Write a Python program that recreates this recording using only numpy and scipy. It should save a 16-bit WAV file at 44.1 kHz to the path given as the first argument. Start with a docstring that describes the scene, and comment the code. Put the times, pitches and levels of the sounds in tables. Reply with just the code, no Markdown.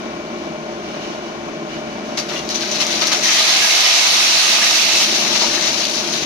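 """In an open industrial shed, a wheel loader tips gravel into a concrete mixer's steel hopper.
The diesel rumbles, the mixer hums and oil hisses through the loader's tilt valve throughout.
Single stones and clumps drop first. Then the load slides in a dense stream that clatters, rings
the steel and thins out on its own heap, which settles with a deep thud. The microphone's
automatic volume control turns everything down while the stream is loudest."""
import sys
import numpy as np
from scipy import signal
from scipy.fft import rfft, irfft
from scipy.io import wavfile
from scipy.ndimage import uniform_filter1d

SR = 44100
rng = np.random.default_rng(int(sys.argv[2]) if len(sys.argv) > 2 else 0)


def inscribe(sig):
    """Save sig as 16-bit PCM at rate SR to the path in sys.argv[1].

    A 1-D sig is mono; a 2-D sig holds one channel per row.
    Samples are clipped to [-1, 1] before scaling.
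    """
    pcm = np.round(np.clip(np.atleast_2d(sig).T, -1, 1) * 32767)
    wavfile.write(sys.argv[1], SR, pcm.astype(np.int16))


N = 275625
TIME = np.arange(N) / SR
BIN_HZ = np.arange(N // 2 + 1) * SR / N
LOG_HZ = np.log(BIN_HZ + 1)
SIDES = np.array([[.5], [-.5]])  # splits a left-minus-right level between the ears

# a trickle grows, the load gives way and runs out, the rest creeps on: time_s, level_db
GRAVEL_FLOW = [(2.05, -45), (2.47, -35), (2.72, -24), (3.22, -21), (3.27, -10.5), (3.85, -0.5), (4.55, -5),
               (5.03, -11.5), (5.07, -17.5), (5.5, -19), (6.25, -24)]
POUR_START_S = GRAVEL_FLOW[0][0]
# stones that land together: start_s, level_db, hold_s, steel_vs_stone_db, pitch_hz
STONE_CLUMPS = [(2.171, -19.5, .011, -3, 4600), (2.284, -28.5, 0.11, -0.5, 2720),
                (2.494, -22.5, 0.02, -13, 4200), (2.542, -20, 0.013, -18, 6000),
                (2.606, -24.5, 0.025, -8, 4400), (2.71, -24, 0.014, -15, 5900),
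                (2.75, -23, .012, -12, 4400), (2.798, -16.5, 0.019, -3, 2780),
                (2.902, -22, 0.056, -19, 3970), (3.011, -18, 0.01, 1, 3900), (3.072, -20.5, 0.01, -4, 5800),
                (3.112, -17, 0.023, 1.5, 3670), (3.228, -16, 0.022, -14, 5770),
                (3.384, -11, 0.024, -4, 3450), (3.475, -13, 0.032, 0, 3460),
                (4.748, -13.5, 0.027, -13, 4400), (5.006, -18, 0.046, -15, 4400),
                (5.138, -17.5, 0.025, -6, 3980), (5.217, -22, 0.12, -6, 3800),
                (5.343, -18.5, 0.029, -3, 4350), (5.398, -18.5, 0.031, -3.5, 4350),
                (5.53, -20.5, 0.029, -1, 4000), (5.612, -22, 0.086, -4, 4370), (5.772, -24, 0.08, -9, 4430),
                (5.94, -24.5, 0.065, -20, 3850), (6.122, -24.5, 0.047, -15, 3850)]
CLUMP_RISE_S, CLUMP_FADE_S = .0044, .024


def undb(db):
    """Turn decibels into a number to multiply by."""
    return np.exp(np.asarray(db) * np.log(10) / 20)


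def unit(x):
    """Scale a sound to an average power of 1."""
    return x / np.sqrt(np.mean(x ** 2))


def together(levels):
    """The combined level of unrelated sounds: their powers add."""
    return np.sqrt(sum(level ** 2 for level in levels))


def curve(rows):
    """Join (time_s, value) rows by straight lines."""
    return np.interp(TIME, *np.transpose(rows))


def wander(per_s):
    """Drift by about 1 either way, reaching a new random value per_s times a second."""
    return np.interp(TIME * per_s, np.arange(400), rng.standard_normal(400))


def swell(start_s, db, rise_s, fade_s, hold_s=0):
    """A level that rises, holds and dies away."""
    age = TIME[:SR]
    shape = (1 - np.exp(-age / rise_s)) * np.exp(-np.maximum(age - hold_s, 0) / fade_s)
    return np.pad(undb(db) * shape / shape.max(), (int(start_s * SR), N))[:N]


def decay(age, ring_s):
    """A fade that falls 60 dB in ring_s seconds."""
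    return np.exp(-np.log(1000) * age / ring_s)


def over_hz(points):
    """Join (pitch_hz, value) rows into a value for every frequency."""
    hz, value = np.transpose(points)
    return np.interp(LOG_HZ, np.log(hz), value)


def colour(x, points, amount=1):
    """Shape a sound's tone by (pitch_hz, level_db) rows."""
    return irfft(rfft(x) * undb(amount * over_hz(points)), N)


def lift(x, bands):
    """Raise or lower a few bands of pitch."""
    lift_db = sum(db * np.exp(-(2 * (BIN_HZ - hz) / width) ** 2) for hz, width, db in bands)
    return irfft(rfft(x) * undb(lift_db), N)


def band(x, hz, width_hz):
    """Keep the part of a sound around one pitch."""
    return signal.lfilter(*signal.iirpeak(hz, hz / width_hz, fs=SR), x)


def even(x):
    """Flatten the tone: so many stones together favour no pitch."""
    spectrum = rfft(x)
    nearby_power = uniform_filter1d(np.abs(spectrum) ** 2, N // 700, axis=-1)
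    return unit(irfft(spectrum / np.sqrt(np.abs(nearby_power) + 1e-12), N))


def shifting(x, depth_db, per_s=16, bands=12):
    """Stones keep landing on new spots, so neighbouring pitch bands rise and fall on their own."""
    place = np.interp(LOG_HZ, np.log([700, 12000]), [0, bands - 1])
    spectrum = rfft(x)
    slices = (irfft(spectrum * np.maximum(1 - np.abs(place - k), 0), N) for k in range(bands))
    return unit(sum(part * undb(depth_db * wander(per_s)) for part in slices))


def tail(ring_s):
    """Dense dying echoes, different at each ear."""
    echoes = rng.standard_normal((2, SR)) * decay(TIME[:SR], ring_s)
    return (echoes / np.sqrt(np.sum(echoes ** 2) / 2))[:, :int(ring_s * SR) + 2]


def ring(x, response):
    """Give a sound an echo or ring, one for each ear."""
    return signal.oaconvolve(np.atleast_2d(x), response, axes=-1)[:, :N]


def ears(pair):
    """Blend two unrelated channels so that the bass is shared and the treble stays apart."""
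    # how alike the two ears are in the shed: pitch_hz, likeness (0 to 1)
    likeness = [(130, 1), (280, 0.76), (610, 1), (1300, 0.25), (3000, 0.02), (14000, 0.02)]
    alike = over_hz(likeness)
    left, right = rfft(pair)
    shared, apart = (left + right) * np.sqrt(1 + alike), (left - right) * np.sqrt(1 - alike)
    return irfft(np.array([shared + apart, shared - apart]) / 2, N)


def blows(per_s, spread_db):
    """Random clicks of average power 1; more spread makes a few of them stand out."""
    at = np.flatnonzero(rng.random(N) < per_s / SR)
    chance = rng.uniform(-1, 1, N)[at]
    clicks = np.zeros(N)
    clicks[at] = np.sign(chance) * undb(spread_db * np.minimum(-np.log(np.abs(chance)), 4))
    return unit(clicks / np.sqrt(per_s))


def diesel(level_db=-29, firing_hz=36.3, knock=.84, scatter_db=2, left_delay_s=.0003):
    """Each firing throws a dull burst through the engine block, over smooth fan noise."""
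    # the rumble of the machines: pitch_hz, level_db
    rumble_tone = [(15, -53), (24, -31), (35, -19), (57, -26), (76, -14), (102, -26.5), (155, -6),
                   (225, -9.5), (257, -6), (335, 0.5), (511, -11), (599, -4.5), (846, -8), (1970, -19),
                   (2250, -20), (2440, -20), (6000, -33), (14000, -48.5)]
    # peaks and hollows of the machine casings: pitch_hz, width_hz, lift_db
    casing_bands = [(435, 50, 2.5), (735, 50, 2.5), (850, 70, -3.5), (975, 60, -3), (1080, 50, 2),
                    (1170, 80, -2)]
    # the rumble's treble leans left: pitch_hz, left_minus_right_db
    balance = [(60, 0), (200, 1), (370, 0), (670, 0.5), (1220, 1), (2230, 8), (4000, 13), (6300, 16),
               (8000, 5), (14000, 10)]
    firings = np.cumsum(firing_hz * (1 + .0032 * wander(3.5))) / SR
    strength = undb(scatter_db * rng.standard_normal(1000))[firings.astype(int)]
    bursts = unit(1 + knock * strength * np.exp(-(firings % 1) / .63))
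    fan = rng.standard_normal((2, N))
    knocks = colour(fan * (bursts - 1), [(1100, 0), (2200, -14)])
    rumble = lift(colour(ears(fan + knocks), rumble_tone), casing_bands)
    left, right = unit(rumble) * undb(level_db + .5 * wander(12))
    left = np.roll(left, int(left_delay_s * SR))
    return np.array([colour(left, balance, .5), colour(right, balance, -.5)])


def machine_hum(drift=.0017, flutter_rad=.7, waver_db=2.5, shake_db=2.2, pan_db=1.5):
    """Turning shafts and gears give wavering tones."""
    # tones of the diesel, the mixer drive and the oil pump: pitch_hz, level_db
    hum_tones = [(35.6, -72), (71, -64), (80, -61), (160, -48), (199.3, -44.5), (225.3, -39.5), (237, -47),
                 (327, -50.5), (343.5, -39.5), (586, -41), (615.5, -37.5), (652, -46), (910, -51),
                 (1045, -46), (1098, -49), (1443, -48), (2299, -44.5)]
    hum = 0
    for hz, db in hum_tones:
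        # higher tones flutter more, and echoes set them further apart at the two ears
        height = min(hz / 700, 1.5)
        phase = 2 * np.pi * np.cumsum(hz * (1 + drift * wander(14))) / SR
        phase = phase + flutter_rad * height * wander(55) + np.array([[0], [height]])
        level = undb(db + waver_db / (1 + height) * wander(12))
        shake = unit(undb(shake_db * wander(60)))
        hum = hum + np.sqrt(2) * level * shake * np.sin(phase)
    return hum * undb(SIDES * pan_db)


def tilt_valve(leak_db=-43, rise_s=.014, fade_s=.066, left_db=-2):
    """Oil hisses through the loader's valve on the right, louder at each pull of the lever."""
    # pulls of the lever: start_s, level_db, hold_s
    lever_pulls = [(0.814, -37.5, 0.34), (1.003, -32.5, 0.046), (1.216, -37.5, 0.051), (1.678, -35.5, .08),
                   (1.843, -40.5, 0.53)]
    # the hiss of the oil: pitch_hz, level_db
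    hiss_tone = [(800, -1), (2000, 2.5), (2650, 2), (2920, 11.5), (3270, -3), (3700, 2.5), (6000, -1.5),
                 (7500, -15), (14000, -28)]
    source = rng.standard_normal(N)
    direct = np.array([np.roll(source, 20), source])  # reaches the left ear a little later
    hiss = unit(colour(.39 * direct + rng.standard_normal((2, N)), hiss_tone))
    pulls = [swell(start_s, db, rise_s, fade_s, hold_s) for start_s, db, hold_s in lever_pulls]
    level = together([undb(leak_db)] + pulls) * undb(1.1 * wander(14))
    return hiss * level * undb([[left_db], [0]])


def pour_levels(bare_steel_db=-.5, muffle_db_per_s=4.5, clump_pound_db=-9.5):
    """How hard the slide and its clumps strike stone, bare steel and the loaded hopper."""
    slide_db, age = curve(GRAVEL_FLOW), TIME - POUR_START_S
    slide = undb(slide_db) * (age > 0)
    clumps = [swell(start_s, db, CLUMP_RISE_S, CLUMP_FADE_S, hold_s)
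              for start_s, db, hold_s, _, _ in STONE_CLUMPS]
    on_stone = together([slide] + clumps)
    clumps_on_steel = together([clump * undb(row[3]) for clump, row in zip(clumps, STONE_CLUMPS)])
    # the growing heap muffles the steel
    on_steel = together([slide * undb(bare_steel_db - muffle_db_per_s * age), clumps_on_steel])
    pound_share = undb(-16 - .2148 * slide_db)  # falls as the stream thickens
    on_heap = together([slide * pound_share, clumps_on_steel * undb(clump_pound_db)])
    return np.array([on_stone, on_steel, on_heap])


def clatter(flow, blows_per_s=1350, sizes=11, clack_s=.035, clack_db=2, sand_db=-13):
    """Stone hits stone, each size at its own pitch; a stronger flow means more blows."""
    # stone on stone: pitch_hz, level_db
    stone_tone = [(40, -60), (150, -39), (350, -17.5), (650, -15), (1000, -11.5), (1700, -8), (2200, -3),
                  (2800, 0.5), (3400, -1.5), (3900, 3.6), (5000, 0.5), (6400, -4), (7300, -10),
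                  (10000, -15), (14000, -22)]
    # pitches that the funnel boosts or softens: pitch_hz, width_hz, lift_db
    funnel_bands = [(2250, 400, .7), (2750, 450, .5), (4250, 600, -.6), (5750, 950, 2.6), (6400, 550, 2)]
    hits = 0
    for hz in np.geomspace(1500, 11000, sizes):
        clicks = blows(blows_per_s * (flow + .07), spread_db=0)
        clack = undb(clack_db) * tail(clack_s)
        clack[[0, 1], rng.integers(0, 24, size=2)] += 1  # the tick of first contact
        hits = hits + ring(clicks, band(clack, hz, width_hz=hz))
    sand = undb(sand_db) * rng.standard_normal((2, N))
    stream = colour(ears(even(hits) + sand), stone_tone)
    return shifting(lift(stream, funnel_bands), depth_db=1.1)


def clinks(count=230, level_db=-6, spread_db=4, low_hz=1500, high_hz=6500, ring_s=.09):
    """Coarse stones glance off the steel and clink briefly, each at its own pitch."""
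    out, age = np.zeros((2, N + SR)), TIME[:SR // 6]
    for when, pitch, size, side, lag in rng.random((count, 5)):
        start = int(np.interp(when, [0, 1], [POUR_START_S * SR, N]))
        hz = low_hz + pitch * (high_hz - low_hz)
        tone = np.sin(2 * np.pi * (hz * age + np.array([[0], [lag]])))
        clink = tone * decay(age, ring_s) * undb(level_db + spread_db * (2 * size - 1))
        out[:, start:start + len(age)] += np.sqrt(2 * np.array([[side], [1 - side]])) * clink
    return out[:, :N]


def crack(hz, width_hz=2200, crack_s=.01, ring_db=-6, ring_s=.09):
    """One hard stone hits: a sharp crack around its own pitch, then a brief ring."""
    # the crack of a hard stone: pitch_hz, level_db
    crack_tone = [(500, -10), (2500, 2), (4000, 4), (6300, 3), (7500, -7), (11000, -1), (14000, -1.5)]
    length = SR // 8
    snap, after_ring = (np.pad(tail(s)[0], (0, SR))[:length] for s in (crack_s, ring_s))
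    burst = np.roll(band(snap + undb(ring_db) * after_ring, hz, width_hz), 20)
    tone_db = np.interp(np.fft.rfftfreq(length, 1 / SR), *np.transpose(crack_tone))
    hit = irfft(rfft(burst) * undb(tone_db), length)
    return hit / np.abs(hit).max()


def loose_stones(count=100, level_db=-5, spread_db=3, low_hz=2800, high_hz=6500):
    """Stones bounce clear at random, each with its own pitch, strength and side."""
    out = np.zeros((2, N + SR))
    for when, pitch, size, side in rng.random((count, 4)):
        start = int(np.interp(when, [0, 1], [POUR_START_S * SR, N]))
        hit = crack(low_hz * (high_hz / low_hz) ** pitch) * undb(level_db + spread_db * (2 * size - 1))
        out[:, start:start + len(hit)] += np.sqrt(2 * np.array([[side], [1 - side]])) * hit
    return out[:, :N]


def steel_clang(on_steel, level_db=-2):
    """The stream drums on bare steel; late in the pour it strikes one sheet that sings."""
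    # stone on steel sheet: pitch_hz, level_db
    steel_tone = [(300, -42), (740, 4), (1100, -4.5), (1700, -2), (2200, 5.5), (2700, 0), (3500, 0.5),
                  (4500, 0), (7000, -12), (14000, -41)]
    drumming = ears(even(ring(blows(per_s=2500, spread_db=1.4), tail(.018))))
    clang = shifting(colour(drumming, steel_tone), depth_db=3) * on_steel * undb(level_db)
    singing = unit(band(drumming, hz=2680, width_hz=260))
    return clang + singing * swell(start_s=4.25, db=-22, rise_s=.12, fade_s=.04, hold_s=.72)


def pounding():
    """Soft, heavy blows land dully on the loaded hopper."""
    # the hopper under its load: pitch_hz, level_db
    heap_tone = [(30, -45), (60, -38), (160, -15), (350, -6.5), (500, -3.5), (740, 2.5), (950, -1.5),
                 (1500, -2), (3000, -23)]
    knocks = ears(even(ring(blows(per_s=900, spread_db=.51), tail(.03))))
    return unit(colour(knocks, heap_tone))


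def hopper_wall(hits, level_db=-13):
    """The struck steel walls ring on faintly at their own pitches."""
    # the notes of the walls: pitch_hz, level_db, ring_s
    wall_notes = [(1228, 9, .5), (1480, 3, .25), (1650, 3, .3), (2090, 0, .25), (2152, 0, .25),
                  (2502, 1, .25), (2683, -1, .3), (2944, -2, .25), (3407, 3, .3), (4095, -3, .25),
                  (4484, 0, .3), (5330, -1, .25), (5745, 0, .2), (6100, 1, .25)]
    age = TIME[:SR // 2]
    phases = rng.uniform(0, 2 * np.pi, (len(wall_notes), 2, 1))
    response = sum(undb(db) * decay(age, ring_s) * np.sin(2 * np.pi * hz * age + phase)
                   for (hz, db, ring_s), phase in zip(wall_notes, phases))
    return unit(ring(hits, response)) * np.std(hits) * undb(level_db)


def clump_rings(ring_db=-8.5, width_hz=350):
    """Each clump rings around a pitch set by its stones and the spot where it lands."""
    rattle = even(ring(blows(per_s=1500, spread_db=1.5), tail(.012)))
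    rings = 0
    for start_s, db, hold_s, _, hz in STONE_CLUMPS:
        level = swell(start_s, db + ring_db, CLUMP_RISE_S, CLUMP_FADE_S, hold_s)
        rings = rings + unit(band(rattle, hz, width_hz)) * level
    return colour(rings, [(6000, 3.5), (8000, -22)])


def hard_stones():
    """Lone hard stones crack out above the pour."""
    # where each stone falls in the pour: start_s, level_db, pitch_hz
    stone_hits = [(2.180, -16, 4400), (2.291, -18, 4400), (2.490, -7.5, 4400), (2.550, -14, 6300),
                  (2.608, -15, 4400), (2.714, -12, 5900), (2.757, -12, 4400), (2.867, -9.5, 5700),
                  (3.070, -1.5, 5700), (3.254, -4, 4400), (3.347, -2, 5800), (3.395, -1, 4400),
                  (3.493, -1, 4400), (5.360, -5, 4400), (5.805, -11, 5900), (5.851, -8, 3800),
                  (5.938, -11, 3800), (6.136, -12, 3800)]
    return sum(np.pad(undb(db) * crack(hz), (int(start_s * SR), N))[:N]
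               for start_s, db, hz in stone_hits)


def thumps(width_hz=1300, rise_s=.008, fade_s=.012):
    """Heavy lumps thud, each around the pitch of the panel that it hits."""
    # lumps that hit the hopper: start_s, level_db, hold_s, pitch_hz
    lumps = [(2.295, -30, .05, 1200), (3.125, -27, .02, 720), (3.275, -24, .03, 1400),
             (3.485, -19, .025, 1450), (5.414, -22, 0.03, 640), (5.563, -27, .018, 1900)]
    knocks = ears(even(ring(blows(per_s=900, spread_db=1.2), tail(.02))))
    out = 0
    for start_s, db, hold_s, hz in lumps:
        thud = unit(band(band(knocks, hz, width_hz), hz, width_hz))
        out = out + thud * swell(start_s, db, rise_s, fade_s, hold_s)
    return out


def pings():
    """A stone hits one sheet squarely and it rings with a single pure note."""
    # square blows on the steel: start_s, pitch_hz, level_db, ring_s
    square_hits = [(2.364, 2810, -24, 0.2), (3.017, 1290, -22, 0.17)]
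    out = 0
    for start_s, hz, db, ring_s in square_hits:
        age = np.maximum(TIME - start_s, 0)
        out = out + undb(db) * decay(age, ring_s) * np.sin(2 * np.pi * hz * age)
    return out


def gravel_pour(level_db=-1, surge_db=.7, hopper_pan_db=-3, echo_db=-11, echo_s=.73):
    """Clattering stones, ringing steel and dull pounding, all echoed by the shed."""
    # the stream lands left when thin, near the middle when full: time_s, left_minus_right_db
    landing_side = [(2.1, 5.5), (3.1, 4), (3.5, -1), (4.9, -2.5), (5.3, 5)]
    flow, on_steel, on_heap = pour_levels() * undb(surge_db * wander(30))
    stones = (clatter(flow) + clinks()) * flow
    stones += loose_stones() * flow ** .8  # these stand out more from a trickle than a full stream
    stones += clump_rings() + hard_stones()
    clang = steel_clang(on_steel)
    thuds = pounding() * on_heap + thumps()
    walls = hopper_wall((stones + clang) * np.sqrt(flow / flow.max()))
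    direct = stones + (clang + thuds) * undb(SIDES * hopper_pan_db) + walls + pings()
    heard = direct + undb(echo_db) * ring(direct, tail(echo_s))
    pan = undb(SIDES * curve(landing_side))
    return heard * pan / np.sqrt(np.mean(pan ** 2, axis=0)) * undb(level_db)


def settling_heap():
    """The hopper's frame shudders with a deep thud as the heap settles."""
    # the thud: start_s, level_db, rise_s, fade_s
    thud = (5.46, -45, .05, .07)
    # the shaking frame: pitch_hz, level_db
    frame_tone = [(15, -13), (35, 8), (60, -10), (120, -7), (400, -50), (2000, -96)]
    return unit(colour(rng.standard_normal(N), frame_tone)) * swell(*thud)


def scene():
    """Gravel pours over the steady sound of the machines."""
    return gravel_pour() + settling_heap() + diesel() + machine_hum() + tilt_valve()


def record(dry, ceiling_db=-13.5, ratio=10, window_s=.16, top_hz=14100):
    """The microphone turns loud moments down, rounds off peaks and cuts the highest treble."""
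    # the left microphone opening boosts one band and dulls those above: pitch_hz, level_db
    left_opening = [(5000, 0.5), (6300, 5.5), (7000, 1), (7700, -8), (10000, -7), (14000, -6)]
    sound = np.array([colour(dry[0], left_opening), dry[1]])
    power = np.mean(sound ** 2, axis=0)
    loudness = np.sqrt(np.abs(uniform_filter1d(power, int(window_s * SR))))
    held_down = sound * np.maximum(loudness / undb(ceiling_db), 1) ** (1 / ratio - 1)
    rounded = held_down / (1 + (held_down / .95) ** 4) ** .25
    return signal.sosfilt(signal.ellip(12, .2, 80, top_hz, fs=SR, output="sos"), rounded)


dry = scene()
out = record(dry)
inscribe(out)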